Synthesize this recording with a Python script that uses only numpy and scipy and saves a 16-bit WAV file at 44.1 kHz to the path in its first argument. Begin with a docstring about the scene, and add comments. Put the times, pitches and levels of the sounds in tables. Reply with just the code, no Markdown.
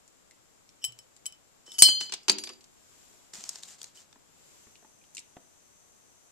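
"""A glass jar, moved by hand among others on a cluttered table, close to a stereo microphone in a small room.
It tinks, strikes two neighbours so that all three ring in their own modes, and is set down with a rattle
that makes the table top boom. Then paper and plastic rustle in tiny slips and snaps, and small things
tick between the fingers. Behind it all lie low room noise and a thin hiss."""
import sys
import numpy as np
from scipy import signal
from scipy.fft import rfft, irfft
from scipy.io import wavfile

SR = 44100
rng = np.random.default_rng(int(sys.argv[2]) if len(sys.argv) > 2 else 0)


def generate_wav(sig):
    """Save sig (samples, or channels by samples) to the path in sys.argv[1] as 16-bit PCM at SR."""
    pcm = np.round(np.clip(np.atleast_2d(sig).T, -1, 1) * 32767).astype(np.int16)
    wavfile.write(sys.argv[1], SR, pcm)


N = 278384

# decay of the small room: f/Hz, t60/s
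ROOM_DECAY = [(150, .4), (350, 0.5), (1000, .35), (4000, 0.27), (8000, 0.11), (14000, 0.052)]
# spectra of the low room noise, the hiss and the band a cupped hand lifts: f/Hz, level/dB
MURMUR_SPECTRUM = [(20, -3.5), (60, -2), (130, -0.5), (330, -2), (600, -3.5), (1200, -7), (2500, -15),
                   (5000, -21), (14000, -40)]
HISS_SPECTRUM = [(500, -27), (2500, -8.5), (4400, -8.5), (5500, -6), (6500, -4.5), (7500, 2), (8400, -10.5),
                 (9600, -12.5), (11000, -14.5), (14000, -15.5), (14500, -41.5)]
CUPPED_SPECTRUM = [(4500, -67), (5800, -11), (6200, -4.5), (6600, -13), (8500, -18), (9600, -16),
                   (10500, -27)]
# the arm passing the microphone: middle t/s, half length/s, level/dB
ARM_SWISHES = [(3.056, 0.33, -60.5), (4.55, 0.23, -60)]
# how alike the two microphone ports hear background and rubbing: f/Hz, likeness (-1 to 1)
AIR_LIKENESS = [(60, -0.42), (150, -0.38), (360, -0.4), (900, -0.23), (2210, -0.01), (5450, -0.14),
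                (13400, 0.11)]
RUB_LIKENESS = [(60, -0.26), (150, -0.11), (360, 0.1), (900, 1), (2210, 0.67), (5450, 0.59), (13400, 0.28)]
# to which side they lean: f/Hz, left minus right/dB
AIR_BALANCE = [(60, 0.5), (150, 3.5), (360, 5.0), (900, 4.5), (2210, 3.0), (5450, 2.52), (13400, 4.0)]
RUB_BALANCE = [(60, -2), (150, 2.5), (360, 3.0), (900, 0.5), (2210, 0.5), (5450, 0), (13400, 8.0)]

# spectrum of sliding and rustling: f/Hz, level/dB
RUB_SPECTRUM = [(47, -46), (80, -18), (190, -11), (469, -15.5), (723, -9.5), (822, -12.5), (999, -12.5),
                (2420, -12), (5610, -5), (7430, -0.5), (10700, -21), (13900, -22)]
# strokes of hand on paper and plastic, of dragged glass, of jar grazing jar: t/s, length/s, level/dB
RUSTLES = [(3.325, 0.062, -62.5), (3.33, 0.26, -49.5), (3.62, 0.092, -55), (3.675, 0.071, -56),
           (3.78, 0.1, -56.5), (3.945, 0.072, -57)]
SLIDES = [(1.655, 0.18, -57), (1.8215, .008, -30.5), (2.0, 0.013, -37), (2.03, 0.041, -57.5),
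          (2.135, .025, -61)]
GRAZES = [(.808, 0.044, -44.5), (1.65, .13, -51)]
# bands of a contact's noise: low f/Hz, high f/Hz
KNOCK_BANDS = [(210, 480), (680, 1900), (2200, 4000), (4000, 6000), (6000, 8800), (8800, 14500)]
# timbre of each kind of contact: (level/dB in each band), t60/s
CRINKLE_TIMBRE = (-29, -18, -11.5, 0, 1.5, -17), 0.015
TICK_TIMBRE = (-26, -29.5, 0.5, 2, 1.6, -24.5), 0.02
TAP_TIMBRE = (-1.5, -3, -11, -18, -16, -30), .035
BASE_TIMBRE = (-13, -7, 0, 1, -3.5, -26.5), 0.041
CRACK_TIMBRE = (-25, -19, -6.5, -4, 0.5, -10.5), 0.013
# paper and plastic snapping, small hard things ticking: t/s, level/dB, tilt/(dB per band), ping f/Hz
CRINKLES = [(3.336, -48, -5, 4990), (3.354, -46.5, -3.5, 5470), (3.439, -44, -2, 6370),
            (3.4915, -37.5, 3, 5530), (3.557, -44.5, -3.6, 5430), (3.6335, -44.5, -1.5, 3700),
            (3.816, -45.5, -1.5, 3370), (3.830, -51, 4.5, 5700), (3.842, -45, -1.5, 6300),
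            (4.128, -58.5, -7, 3563)]
TICKS = [(0.078, -67.5, 5.5, 7000), (0.31, -64, 3.5, 2070), (.691, -64.5, 1, 5530), (1.165, -64.5, 4, 7450),
         (2.232, -65, 5.2, 5270), (4.755, -65, -6.5, 2900), (5.039, -71, -8, 3200), (5.149, -55, 9, 6900),
         (5.169, -48, 3.8, 2750), (5.18, -47.5, -3.5, 7430), (5.192, -52.5, 6, 7760)]
# soft dull taps and a dull pop: t/s, level/dB, tilt/(dB per band), ping f/Hz
SOFT_TAPS = [(1.679, -63, -2, 518.6), (4.158, -65.5, -2.2, 950), (4.669, -68, -4, 310),
             (4.825, -65.5, -1, 700), (4.847, -62, -0.7, 866), (5.014, -70.5, 3, 2480),
             (5.367, -50.5, -.7, 715)]
# the jar's base knocking and rocking on the table: t/s, level/dB, tilt/(dB per band)
BASE_KNOCKS = [(1.886, -37.5, -2.5), (1.909, -51, -2), (2.01, -36, 0.5), (2.095, -49.5, -0.5),
               (2.122, -35, 1.1), (2.129, -44, -0.8), (2.137, -33, 2.5), (2.2823, -25.5, 0),
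               (2.2959, -21, 1.7), (2.319, -50, 13.5), (2.384, -36, 3.5), (2.4372, -38, 3.3),
               (2.472, -45.5, -1), (2.491, -45, 1), (2.499, -56, -6.6), (2.534, -57.5, 3.5),
               (2.608, -59.5, 2.5), (2.641, -58.5, 4.5)]
# dull bumps, and chinks of the hardest glass contacts: t/s, level/dB, f/Hz, t60/s
BUMPS = [(.882, -55, 120, 0.36), (1.822, -34, 85.1, .03), (1.8233, -27.5, 171, .025),
         (1.886, -57, 127, 0.54), (2.296, -45, 110.6, 0.053), (3.385, -49.5, 205, 0.046),
         (4.669, -50, 101, 0.021), (5.368, -39.5, 204.5, .028)]
CHINKS = [(.8425, -29, 7790, 0.12), (1.2635, -25, 7820, 0.035), (1.719, -34.5, 3580, 0.012),
          (1.8222, 2.5, 8680, .022), (2.2967, -5.5, 4744, 0.021), (2.318, -15.5, 7080, 0.0095),
          (2.472, -33, 3640, 0.013)]
# modes of the table top: f/Hz, level/dB, t60/s
TABLE_MODES = [(206.5, -46, .25), (245, -39.5, 1), (298, -44, .45), (348.7, -38, 0.52),
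               (383.1, -32.5, 0.11), (460, -40, .14)]
# blows that reach the table: t/s, level/dB, contact time/s
TABLE_BLOWS = [(1.823, -22, .001), (2.288, -8, .001), (2.298, -2, 0.0013)]

# modes of each jar: f/Hz, level/dB, t60/s, left minus right/dB
HELD_MODES = [(3021, -17.5, .55, 0), (5392, -15.5, .17, -2), (7520, -35, .12, 10), (7810, -24, .2, 12),
              (9948, -34, .15, 9), (10750, -41, .33, 14), (11170, -39, .2, 10), (12500, -38, .11, 9),
              (13600, -43, .13, 13)]
LIDDED_MODES = [(4757, -22, .46, -3), (4788, -30, .65, -2), (6404, -33, .55, 0), (6748, -24, .35, 3),
                (10663, -42, .55, 13), (11053, -27, .25, 9), (11250, -34, .36, 12)]
THIRD_MODES = [(3147, -19.5, .43, -6), (4183, -21, .5, 2), (4217, -16, .5, 8), (8570, -16, .2, 5),
               (8580, -8, .07, 4), (13847, -28, .15, 12)]
# blows on each jar: t/s, level/dB, tilt/(dB per octave)
HELD_BLOWS = [(0.8409, -16, -14), (0.848, -18, 14), (0.922, -36.5, 1), (0.989, -31.5, 4),
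              (1.257, -22.5, -4), (1.2632, -22.5, 10.5), (1.324, -36, -6), (1.718, -31, 3),
              (1.784, -17.5, 1), (1.788, -12, -0.5), (1.8214, 2, 2), (3.973, -39, -7.5)]
LIDDED_BLOWS = [(1.735, -33, 4.5), (1.789, -3.5, 3), (1.8222, 2.5, -3.5), (2.283, -5, -8.5),
                (2.297, -22.5, -4.5), (2.384, -21, -2.5), (2.439, -26.5, 0)]
THIRD_BLOWS = [(1.8226, 1.2, .5)]
# how firmly the fingers hold the jar: t/s, grip (0 to 1)
GRIP = [(1.3, 1), (1.72, .1), (1.82, 0.02), (2.3, .95)]
GRIP_T60_S, GRIP_SHARPENS = .14, .004  # damping by a full grip, and the share it adds to the pitch
CHOKES, LIDDED_CHOKES = [2.13], [2.3, 2.545]  # a jar is pressed against something and stops ringing: t/s


def amp(db):
    """Decibels to gain."""
    return 10 ** (np.asarray(db) / 20)


def unit_rms(x):
    """Scales to rms 1."""
    return x / np.sqrt(np.mean(x ** 2) + 1e-20)


def decay(t, t60):
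    """Falls by 60 dB in t60."""
    return np.exp(-np.log(1000) * t / t60)


def at_hz(points, hz):
    """Reads a curve on a log-frequency axis."""
    f, value = np.transpose(points)
    return np.interp(np.log(hz + 1), np.log(f + 1), value)


def panned(db):
    """Left and right gains, db apart."""
    return amp(np.array([[db], [-db]]) / 2)


def add(mix, s, sound):
    """Mixes a stereo sound in at time s."""
    part = mix[:, round(s * SR):][:, :sound.shape[1]]
    part += sound[:, :part.shape[1]]


def correlated(x, likeness):
    """Makes two unrelated channels partly alike."""
    c = np.clip(likeness, -1, 1)
    return np.array([x[0], c * x[0] + np.sqrt(1 - c * c) * x[1]])


def coloured(x, spectrum):
    """Gives a long sound a spectrum, at rms 1."""
    return unit_rms(irfft(rfft(x) * amp(at_hz(spectrum, np.fft.rfftfreq(N, 1 / SR))), N))


def at_ports(x, likeness, balance):
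    """Makes two unrelated noises as alike and as lopsided as the microphone ports hear them."""
    hz = np.fft.rfftfreq(N, 1 / SR)
    sides = amp(np.outer([1, -1], at_hz(balance, hz)) / 2)
    return irfft(correlated(rfft(x), at_hz(likeness, hz)) * sides, N)


def room_tone(floor_db=-65.5, cupped_db=-66, cupped_from_s=4.42, cupped_rise_s=.25):
    """Low noise and hiss swell as the arm passes the microphone; a hand cupped near it lifts one band."""
    t = np.arange(N) / SR
    swish = sum(amp(db) * np.exp(-((t - middle) / half) ** 2) for middle, half, db in ARM_SWISHES)
    cupping = np.clip((t - cupped_from_s) / cupped_rise_s, 0, 1)
    murmur = coloured(rng.standard_normal((2, N)), MURMUR_SPECTRUM)
    murmur *= np.hypot(amp(floor_db), amp(-7) * swish)
    hiss = coloured(rng.standard_normal((2, N)), HISS_SPECTRUM) * np.hypot(amp(floor_db), swish)
    cupped = coloured(rng.standard_normal((2, N)), CUPPED_SPECTRUM) * amp(cupped_db) * cupping
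    return at_ports(murmur + hiss + cupped, AIR_LIKENESS, AIR_BALANCE)


def room_reflections(x, build_s=.0043):
    """Dense reflections of the small room, each band dying at its own speed."""
    hz, t, noise = signal.stft(rng.standard_normal((2, SR)), SR, nperseg=256)
    tail = signal.istft(noise * decay(t, at_hz(ROOM_DECAY, hz)[:, None]), SR, nperseg=256)[1]
    tail = correlated(tail, .3) * (1 - np.exp(-np.arange(tail.shape[1]) / SR / build_s))
    return signal.fftconvolve(x, tail / np.linalg.norm(tail[0]), axes=1)[:, :N]


def strokes(rows, attack_s=.0073, sag_db_per_s=17, release_t60=.14):
    """Gain over time of rubbing strokes: each bites, eases off and lets go."""
    gain = np.zeros(N)
    for start, length, db in rows:
        t = np.maximum(np.arange(N) / SR - start, 0)
        release = decay(np.maximum(t - length, 0), release_t60)
        gain += amp(db - sag_db_per_s * t) * np.minimum(t / attack_s, 1) * release
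    return gain


def friction(rows, slips_per_s, spread_db, smooth_db, slip_s=.00065):
    """Tiny slips and snaps of uneven size over a smooth rub."""
    slips = (rng.random(N) < slips_per_s / SR) * amp(spread_db * np.minimum(rng.exponential(1, N), 4))
    grain = signal.lfilter([1], [1, -np.exp(-1 / (slip_s * SR))], slips)
    rub = rng.standard_normal((2, N)) * (unit_rms(grain) + amp(smooth_db))
    return coloured(at_ports(rub, RUB_LIKENESS, RUB_BALANCE), RUB_SPECTRUM) * strokes(rows)


def knocks(rows, timbre, treble_pan_db, span_s=.0063):
    """Hard contacts: crowded, heavily damped modes as bands of noise, the lowest dying last."""
    out, t = np.zeros((2, N)), np.arange(4096) / SR
    filters = [signal.butter(3, band, "band", fs=SR, output="sos") for band in KNOCK_BANDS]
    bands_db, t60 = timbre
    t60s = [1.6 * t60] + 5 * [t60]
    likeness = [.9, .9, .1, .042, .053, .17]
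    pans_db = [1, 1, 0, 1, treble_pan_db, 2 * treble_pan_db]
    span_gain = np.sqrt(span_s / t[-1])  # level counts as if the whole burst fell within span_s
    for s, db, tilt_db, *_ in rows:
        tilted_db = bands_db + tilt_db * (np.arange(len(filters)) - 3)
        for sos, band_db, band_t60, alike, pan_db in zip(filters, tilted_db, t60s, likeness, pans_db):
            noise = correlated(rng.standard_normal((2, len(t))), alike)
            burst = unit_rms(signal.sosfilt(sos, noise * decay(t, band_t60)))
            add(out, s, amp(db + band_db) * panned(pan_db) * burst * span_gain)
    return out


def pings(rows, pan_db, rise_cycles=.6, port_delay_s=.00002):
    """Single damped swings, a little earlier at the left port: high ones chink, low ones bump."""
    out, t = np.zeros((2, N)), np.arange(SR // 4) / SR
    port_t = np.maximum(t - np.array([[0], [port_delay_s]]), 0)
    for s, db, hz, t60 in rows:
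        swing = np.sin(2 * np.pi * hz * port_t) * (1 - np.exp(-t * hz / rise_cycles))
        add(out, s, amp(db) * panned(pan_db) * swing * decay(t, t60))
    return out


def snaps(rows, timbre, ping_db, ping_t60, pan_db, treble_pan_db=6.5):
    """Small snaps, taps and pops: a dry burst and a brief ping."""
    rings = [(s, db + ping_db, hz, ping_t60) for s, db, _, hz in rows]
    return knocks(rows, timbre, treble_pan_db) + pings(rings, pan_db)


def ticks(rebound_s=.008, rebound_db=-8):
    """Each small hard thing clicks and springs back once."""
    rebounds = [(s + rebound_s, db + rebound_db, tilt_db, hz) for s, db, tilt_db, hz in TICKS]
    return snaps(TICKS + rebounds, TICK_TIMBRE, ping_db=16.5, ping_t60=.013, pan_db=-2)


def table_boom(low_cut_hz=190):
    """The table top booms; a long contact cannot drive its higher modes, and it radiates little bass."""
    out, t = np.zeros((2, N)), np.arange(SR) / SR
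    for s, db, contact_s in TABLE_BLOWS:
        boom = sum(amp(mode_db) * np.sin(2 * np.pi * hz * t) * decay(t, t60) / (1 + (hz * contact_s) ** 2)
                   for hz, mode_db, t60 in TABLE_MODES)
        add(out, s, amp(db) * panned(1) * boom)
    return signal.sosfilt(signal.butter(4, low_cut_hz, "high", fs=SR, output="sos"), out)


def glass_cracks(blows, gain_db):
    """Glass meeting glass gives a dry crack in proportion to the blow."""
    return knocks([(s, db + gain_db, 0) for s, db, _ in blows], CRACK_TIMBRE, treble_pan_db=7.5)


def glass_graze(tilt_db=-4):
    """Glass rubbing on glass feeds the held jar's modes with noise, so that it sings softly."""
    ring = jar_ring(HELD_MODES, [(.0066, 0, tilt_db)], chokes=[], held=True)[:, :SR // 2]
    rub = rng.standard_normal((1, N)) * strokes(GRAZES)
    return signal.oaconvolve(rub, ring / np.linalg.norm(ring[0]), axes=1)[:, :N]


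def waver(t, depth_db=2.5, rates_hz=(6, 18)):
    """Gain of one partial of a moving jar: it starts at 1, then swells and dips at random."""
    rates = np.geomspace(*rates_hz, num=4)[:, None]
    drift = np.sin(2 * np.pi * (rates * t + rng.random(rates.shape))).sum(0) / np.sqrt(2)
    return amp(depth_db * drift * np.minimum(t * rates[-1], 1))


def jar_ring(modes, blows, chokes, held=False, port_lag_rad=1.1, rise_s=.0005, choke_t60=.2):
    """Each blow starts all modes of a jar; fingers on the glass damp the ring and sharpen it a little."""
    out, t = np.zeros((2, N)), np.arange(SR * 2 // 3) / SR
    # each mode reaches the two ports out of step
    lags = port_lag_rad * rng.choice([-1, 1], (len(modes), 1, 1)) * np.array([[0], [1]])
    fades = [decay(t, t60) * waver(t) for _, _, t60, _ in modes]
    for s, db, tilt_db in blows:
        grip = held * np.interp(s, *np.transpose(GRIP))
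        sharpen = 1 + GRIP_SHARPENS * grip
        until_choke_s = min([c - s for c in chokes if c > s] + [1])
        choke = decay(np.maximum(t - until_choke_s, 0), choke_t60)
        envelope = (1 - np.exp(-t / rise_s)) * decay(grip * t, GRIP_T60_S) * choke
        for (hz, mode_db, _, pan_db), lag, fade in zip(modes, lags, fades):
            ring = np.sin(2 * np.pi * (hz * sharpen * t + rng.random()) + lag) * fade
            gain = amp(db + mode_db + tilt_db * np.log2(hz / 5000))
            add(out, s, gain * panned(pan_db) * ring * envelope)
    return out


def scene():
    """Glass, dry contacts, rubbing and the table top close up, with the room faint around them."""
    glass = (jar_ring(HELD_MODES, HELD_BLOWS, CHOKES, held=True, port_lag_rad=1.3)
             + jar_ring(LIDDED_MODES, LIDDED_BLOWS, LIDDED_CHOKES, port_lag_rad=1.5)
             + jar_ring(THIRD_MODES, THIRD_BLOWS, CHOKES)
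             + glass_graze())
    contacts = (glass_cracks(HELD_BLOWS, gain_db=-20.5) + glass_cracks(THIRD_BLOWS, gain_db=-13)
                + pings(CHINKS, pan_db=3.5)
                + knocks(BASE_KNOCKS, BASE_TIMBRE, treble_pan_db=4)
                + ticks()
                + snaps(SOFT_TAPS, TAP_TIMBRE, ping_db=13, ping_t60=.035, pan_db=0, treble_pan_db=3)
                + snaps(CRINKLES, CRINKLE_TIMBRE, ping_db=10.5, ping_t60=.01, pan_db=-5.5))
    rubs = (friction(SLIDES, slips_per_s=700, spread_db=4.5, smooth_db=-3)
            + amp(2) * friction(RUSTLES, slips_per_s=740, spread_db=3, smooth_db=3.5))
    boom = table_boom()
    bumps = pings(BUMPS, pan_db=.5, rise_cycles=.08)
    into_room = amp(-20) * glass + amp(-15) * contacts + amp(-11.5) * rubs + amp(-9.5) * boom
    return glass + contacts + rubs + boom + bumps + room_reflections(into_room) + room_tone()


def record(dry):
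    """The loudest clink overloads the microphone input; then the treble is cut above 14.4 kHz."""
    low_pass = signal.firwin(255, 14400, window=("kaiser", 8), fs=SR)
    return signal.oaconvolve(np.clip(dry, -1, 1), low_pass[None], "same")


dry = scene()
out = record(dry)
generate_wav(out)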